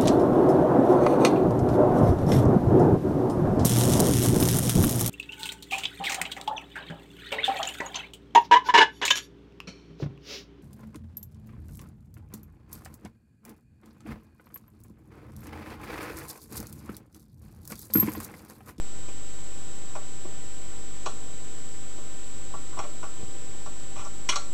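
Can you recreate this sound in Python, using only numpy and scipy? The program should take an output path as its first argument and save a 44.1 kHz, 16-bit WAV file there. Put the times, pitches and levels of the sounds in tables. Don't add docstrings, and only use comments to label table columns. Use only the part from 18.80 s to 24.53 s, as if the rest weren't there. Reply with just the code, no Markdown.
import sys
import numpy as np
from scipy import signal
from scipy.fft import rfft, irfft
from scipy.io import wavfile
from scipy.ndimage import uniform_filter1d

SR = 44100
rng = np.random.default_rng(int(sys.argv[2]) if len(sys.argv) > 2 else 0)


def volts_from_db(level):
    exponent = np.asarray(level, float) / 20
    return 10 ** exponent


def master_out(mix):
    frames = np.transpose(np.atleast_2d(mix))
    ceiling = np.clip(frames, -1, 1)
    pcm = np.round(ceiling * 32767).astype(np.int16)
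    wavfile.write(sys.argv[1], SR, pcm)


N = 252693


def rms_one(x):
    return x / np.sqrt(np.mean(x ** 2) + 1e-20)


def ring(force, hz, t60):
    decay = volts_from_db(-60 / (t60 * SR))
    turn = 2 * np.pi * hz / SR
    return signal.lfilter([0, np.sin(turn)], [1, -2 * decay * np.cos(turn), decay * decay], force + 1e-18)


def hiss():
    # f/Hz, level/dB per Hz
    colour_points = np.array([(12, 7.5), (30, -10), (70, -1.5), (200, -4), (4000, -19), (7800, -18),
                              (10500, -23), (13200, -37.5)])
    # f/Hz, width/Hz, rms level/dB
    casing = [(3130, 290, -66), (3854, 130, -65), (6470, 56, -68.5)]
    hz = np.maximum(np.fft.rfftfreq(N, 1 / SR), 1)
    colour = volts_from_db(np.interp(np.log(hz), np.log(colour_points[:, 0]), colour_points[:, 1]))
    spectrum = rfft(rng.standard_normal(N)) * colour
    out = volts_from_db(-47) * rms_one(irfft(spectrum, N))
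    for peak_hz, width_hz, db in casing:
        resonance = ring(rng.standard_normal(N), peak_hz, 1.7 / width_hz)
        out += volts_from_db(db) * rms_one(resonance)
    return out


def drift(rate):
    knots = rng.standard_normal(400)
    return np.interp(np.arange(N) / SR * rate, np.arange(len(knots)), knots)


def hum():
    # multiple of the mains frequency, rms level/dB
    mains = [(1, -58.5), (3, -57.5), (5, -62)]
    # multiple of the fan frequency, rms level/dB
    fan = [(1, -56), (2, -65), (6, -61.5), (7, -59.5), (8.92, -62), (10, -65.5), (11, -70.5), (16, -66),
           (62, -72.5), (63, -69), (64, -79)]
    mains_hz, fan_hz = 49.95, 49.33
    t = np.arange(N) / SR
    out = np.zeros(N)
    for base_hz, orders in ((mains_hz, mains), (fan_hz, fan)):
        for multiple, db in orders:
            wave = np.sin(2 * np.pi * (base_hz * multiple * t + rng.random()))
            out += np.sqrt(2) * volts_from_db(db + 1.05 * drift(2.94)) * wave
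    return out


def whine():
    whine_hz, jolt_hz, whine_db = 7703.84, 7145, -46.5
    frame_s, first_frame_s = .034601, .018
    step_frames, first_step_frame = 7.45, 2.1
    gear_cycle, last_gears, cycled_steps = [2, 0, 1, 2, 3, 4, 0], [2, 3, 3], 20
    slip_cycles, slip_per_gear, slip_wrap = -.152, -.205, -.8

    frame = np.arange(int(N / SR / frame_s) + 1)
    gears = np.append(np.resize(gear_cycle, cycled_steps), last_gears)
    gear_step = np.floor((frame + .5 - first_step_frame) / step_frames).astype(int) + 1
    slip = (slip_cycles + slip_per_gear * gears[gear_step] - slip_wrap) % 1 + slip_wrap
    start = np.round((first_frame_s + frame_s * frame) * SR).astype(int)
    step = np.zeros(N + SR)
    step[start] = slip
    cycles = whine_hz * np.arange(N) / SR + np.cumsum(uniform_filter1d(step, size=7))[:N]

    t = np.arange(220) / SR
    jolt = np.zeros(N + SR, complex)
    size = .15 + .55 * np.abs(np.sin(np.pi * (slip + .16)))
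    beat = np.exp(2j * np.pi * (jolt_hz - whine_hz) * (t - .00115))
    fade = np.exp(-(t / .0028) ** 2)
    jolt[start[:, None] + np.arange(len(t))] = size[:, None] * fade * beat
    tone = np.sqrt(2) * volts_from_db(whine_db) * np.imag((1 + jolt[:N]) * np.exp(2j * np.pi * cycles))
    return tone * (1 + volts_from_db(-52) * (-1.) ** np.arange(N))


def even(x, width_hz):
    spectrum = rfft(x, 2 * len(x))
    broad = uniform_filter1d(np.abs(spectrum) ** 2, size=round(width_hz * 2 * len(x) / SR))
    out = irfft(spectrum / np.sqrt(broad))[:len(x)]
    return out / np.sqrt(np.sum(out ** 2))


def chatter(draws, length_s):
    t = np.arange(draws.shape[1]) / SR
    touching = draws[0] < 3000 / SR
    strength = 2 * draws[1] - 1
    touches = touching * strength * np.clip((length_s - t) / 0.0019, 0, 1)
    touches[0] = 0.86
    return even(touches, width_hz=200)


def struck(modes, spread_db):
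    # t/s, peak level/dB, vice tone f/Hz, lock body level/dB, pin ping level/dB
    clicks = [(0.929, -50, 1400, -20, -19), (1.1519, -27, 814, -16, -24), (1.449, -32.5, 362, -24, -30),
              (1.92, -46, 1450, -5, -18), (2.259, -23, 850, -11.5, -11), (3.179, -41, 544, -20, -26),
              (3.737, -31, 955, -30, -30), (3.989, -24.5, 820, -11, -14.5), (4.041, -41, 900, -5, -15),
              (4.229, -29.5, 960, -13, -20), (4.859, -33.5, 930, -20, -15), (5.248, -40.5, 1050, -14, -1),
              (5.489, -21.5, 1090, 2, -1.5), (5.492, -27.5, 850, 4, 4.5), (5.524, -28, 1300, 0, -12),
              (5.557, -23, 1230, -7, -3.5), (5.5607, -26.5, 1150, -8, -18)]
    # t/s, peak level/dB, vice tone f/Hz, pin ping level/dB, length/s
    rubs = [(0.279, -37.5, 580, -15, 0.011), (3.927, -39.5, 1200, -28, .01),
            (3.971, -28.5, 805, -34, 0.0043), (4.031, -33.5, 600, -19, 0.012),
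            (4.389, -33.5, 404, -30, 0.042), (4.539, -40, 350, -37, 0.019), (4.743, -42, 380, -30, 0.01),
            (5.156, -32.5, 1090, -20, 0.0113), (5.176, -33, 1250, -12, 0.028),
            (5.198, -35.5, 1150, -13, 0.027), (5.246, -34, 1000, -31, 0.018)]
    contacts = []
    for s, peak_db, vice_hz, body_db, ping_db in clicks:
        body_hz = 3080 * 2 ** (0.07 * (ping_db - body_db))
        contacts.append((s, peak_db, vice_hz, body_db, body_hz, ping_db, 0.0024))
    for s, peak_db, vice_hz, ping_db, length_s in rubs:
        body_db = -4 + 0.49 * ping_db
        contacts.append((s, peak_db, vice_hz, body_db, 2700, ping_db, length_s))

    hz, mode_db, t60 = np.transpose(modes)
    part = np.digitize(hz, [1700, 4900])
    force = np.zeros((len(modes), N + 2048))
    for s, peak_db, vice_hz, body_db, body_hz, ping_db, length_s in contacts:
        draws = rng.random((2, 2048))
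        luck = rng.standard_normal(len(modes))
        vice_share = -12 - 6 * np.log2(hz / vice_hz) ** 2
        body_share = body_db - 5.5 - 25 * np.log2(hz / body_hz) ** 2
        share_db = np.choose(part, [vice_share, body_share, ping_db - 3.5])
        level_db = peak_db + mode_db + share_db + spread_db * luck
        at = round(s * SR)
        force[:, at:at + 2048] += np.outer(volts_from_db(level_db), chatter(draws, length_s))
    return sum((-1) ** k * ring(force[k, :N], hz[k], t60[k]) for k in range(len(modes)))


def room(x):
    early_s, early_db, early_t60_s = 0.0175, -15, 0.09
    late_db, room_t60_s = -23, 0.25
    t = np.arange(SR // 2) / SR
    noise = rng.standard_normal((2, len(t)))
    early = volts_from_db(early_db - 60 * t / early_t60_s)
    early = early * np.clip((early_s - t) / 0.0024, 0, 1) * np.clip(t / 0.00049, 0, 1)
    late = volts_from_db(late_db - 60 * t / room_t60_s)
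    echoes = early * noise[0] + late * noise[1]
    echoes[0] = 1.33
    echoes = even(echoes, width_hz=120)
    bright = signal.sosfilt(signal.butter(2, 7000, "high", fs=SR, output="sos"), echoes)
    echoes = echoes - bright * (1 - np.exp(-t / 0.06))
    return volts_from_db(12) * signal.fftconvolve(x, echoes)[:N]


def lock():
    # f/Hz, level/dB, time to die by 60 dB/s
    vice = [(363, 3, 0.028), (470, 1.5, .018), (660, 0.5, 0.02), (815, -2, 0.025), (946, -1, 0.022),
            (1150, 4, 0.017), (1375, -4, 0.043), (1350, -2.5, 0.046)]
    body = [(2090, -0.5, 0.013), (2440, 0.5, 0.013), (2894, 1, 0.0095), (3320, 0, 0.01),
            (4110, 4.5, 0.0089), (4630, 2.5, 0.01)]
    pins = [(5310, -1, 0.0056), (5760, 2, 0.0059), (6200, 0.5, 0.0059), (6780, 2.5, 0.0032),
            (7920, -6, 0.0068), (9470, -13, 0.0036), (11300, -19, 0.0027), (12700, -25, 0.0017)]
    thin_parts = [(584.5, -5.5, 0.32), (606, -15.5, 0.55), (805, -7, 0.14), (1139, -3, 0.22),
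                  (1451, -3.5, 0.16), (2050, -25, 0.3), (2435, -10.5, 0.17), (2840, -9.5, 0.12),
                  (3450, -5, 0.14), (5620, -6, 0.09), (6170, -6.5, 0.091)]
    return room(struck(vice + body + pins, spread_db=1)) + struck(thin_parts, spread_db=2.5)


def bench():
    # t/s, peak level/dB, f/Hz
    thuds = [(0.291, -53, 109), (3.992, -31, 86.5), (4.237, -35, 109), (4.394, -36, 124), (4.414, -39, 112),
             (4.433, -28.5, 120), (4.483, -32, 127), (4.694, -35.5, 111), (5.1, -38, 102),
             (5.191, -33, 102), (5.489, -32, 154)]
    t60_s = 0.065
    out = np.zeros(N)
    for s, peak_db, hz in thuds:
        push = np.zeros(N)
        push[round(s * SR)] = volts_from_db(peak_db - 4.0)
        out += ring(push, hz, t60_s)
        out += 0.5 * ring(push, 1.53 * hz, t60_s)
        out += 0.3 * ring(push, 3.08 * hz, t60_s)
    return signal.sosfilt(signal.butter(4, 500, fs=SR, output="sos"), out)


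def scene():
    return (hiss() + hum() + whine() + lock() + bench())[None]


def band_limit(x):
    return signal.sosfilt(signal.butter(12, 14380, fs=SR, output="sos"), x)


def record(dry):
    soft = signal.sosfilt(signal.butter(6, 12600, fs=SR, output="sos"), dry)
    offset = -.0951
    return band_limit(soft + offset)


dry = scene()
out = record(dry)
master_out(out)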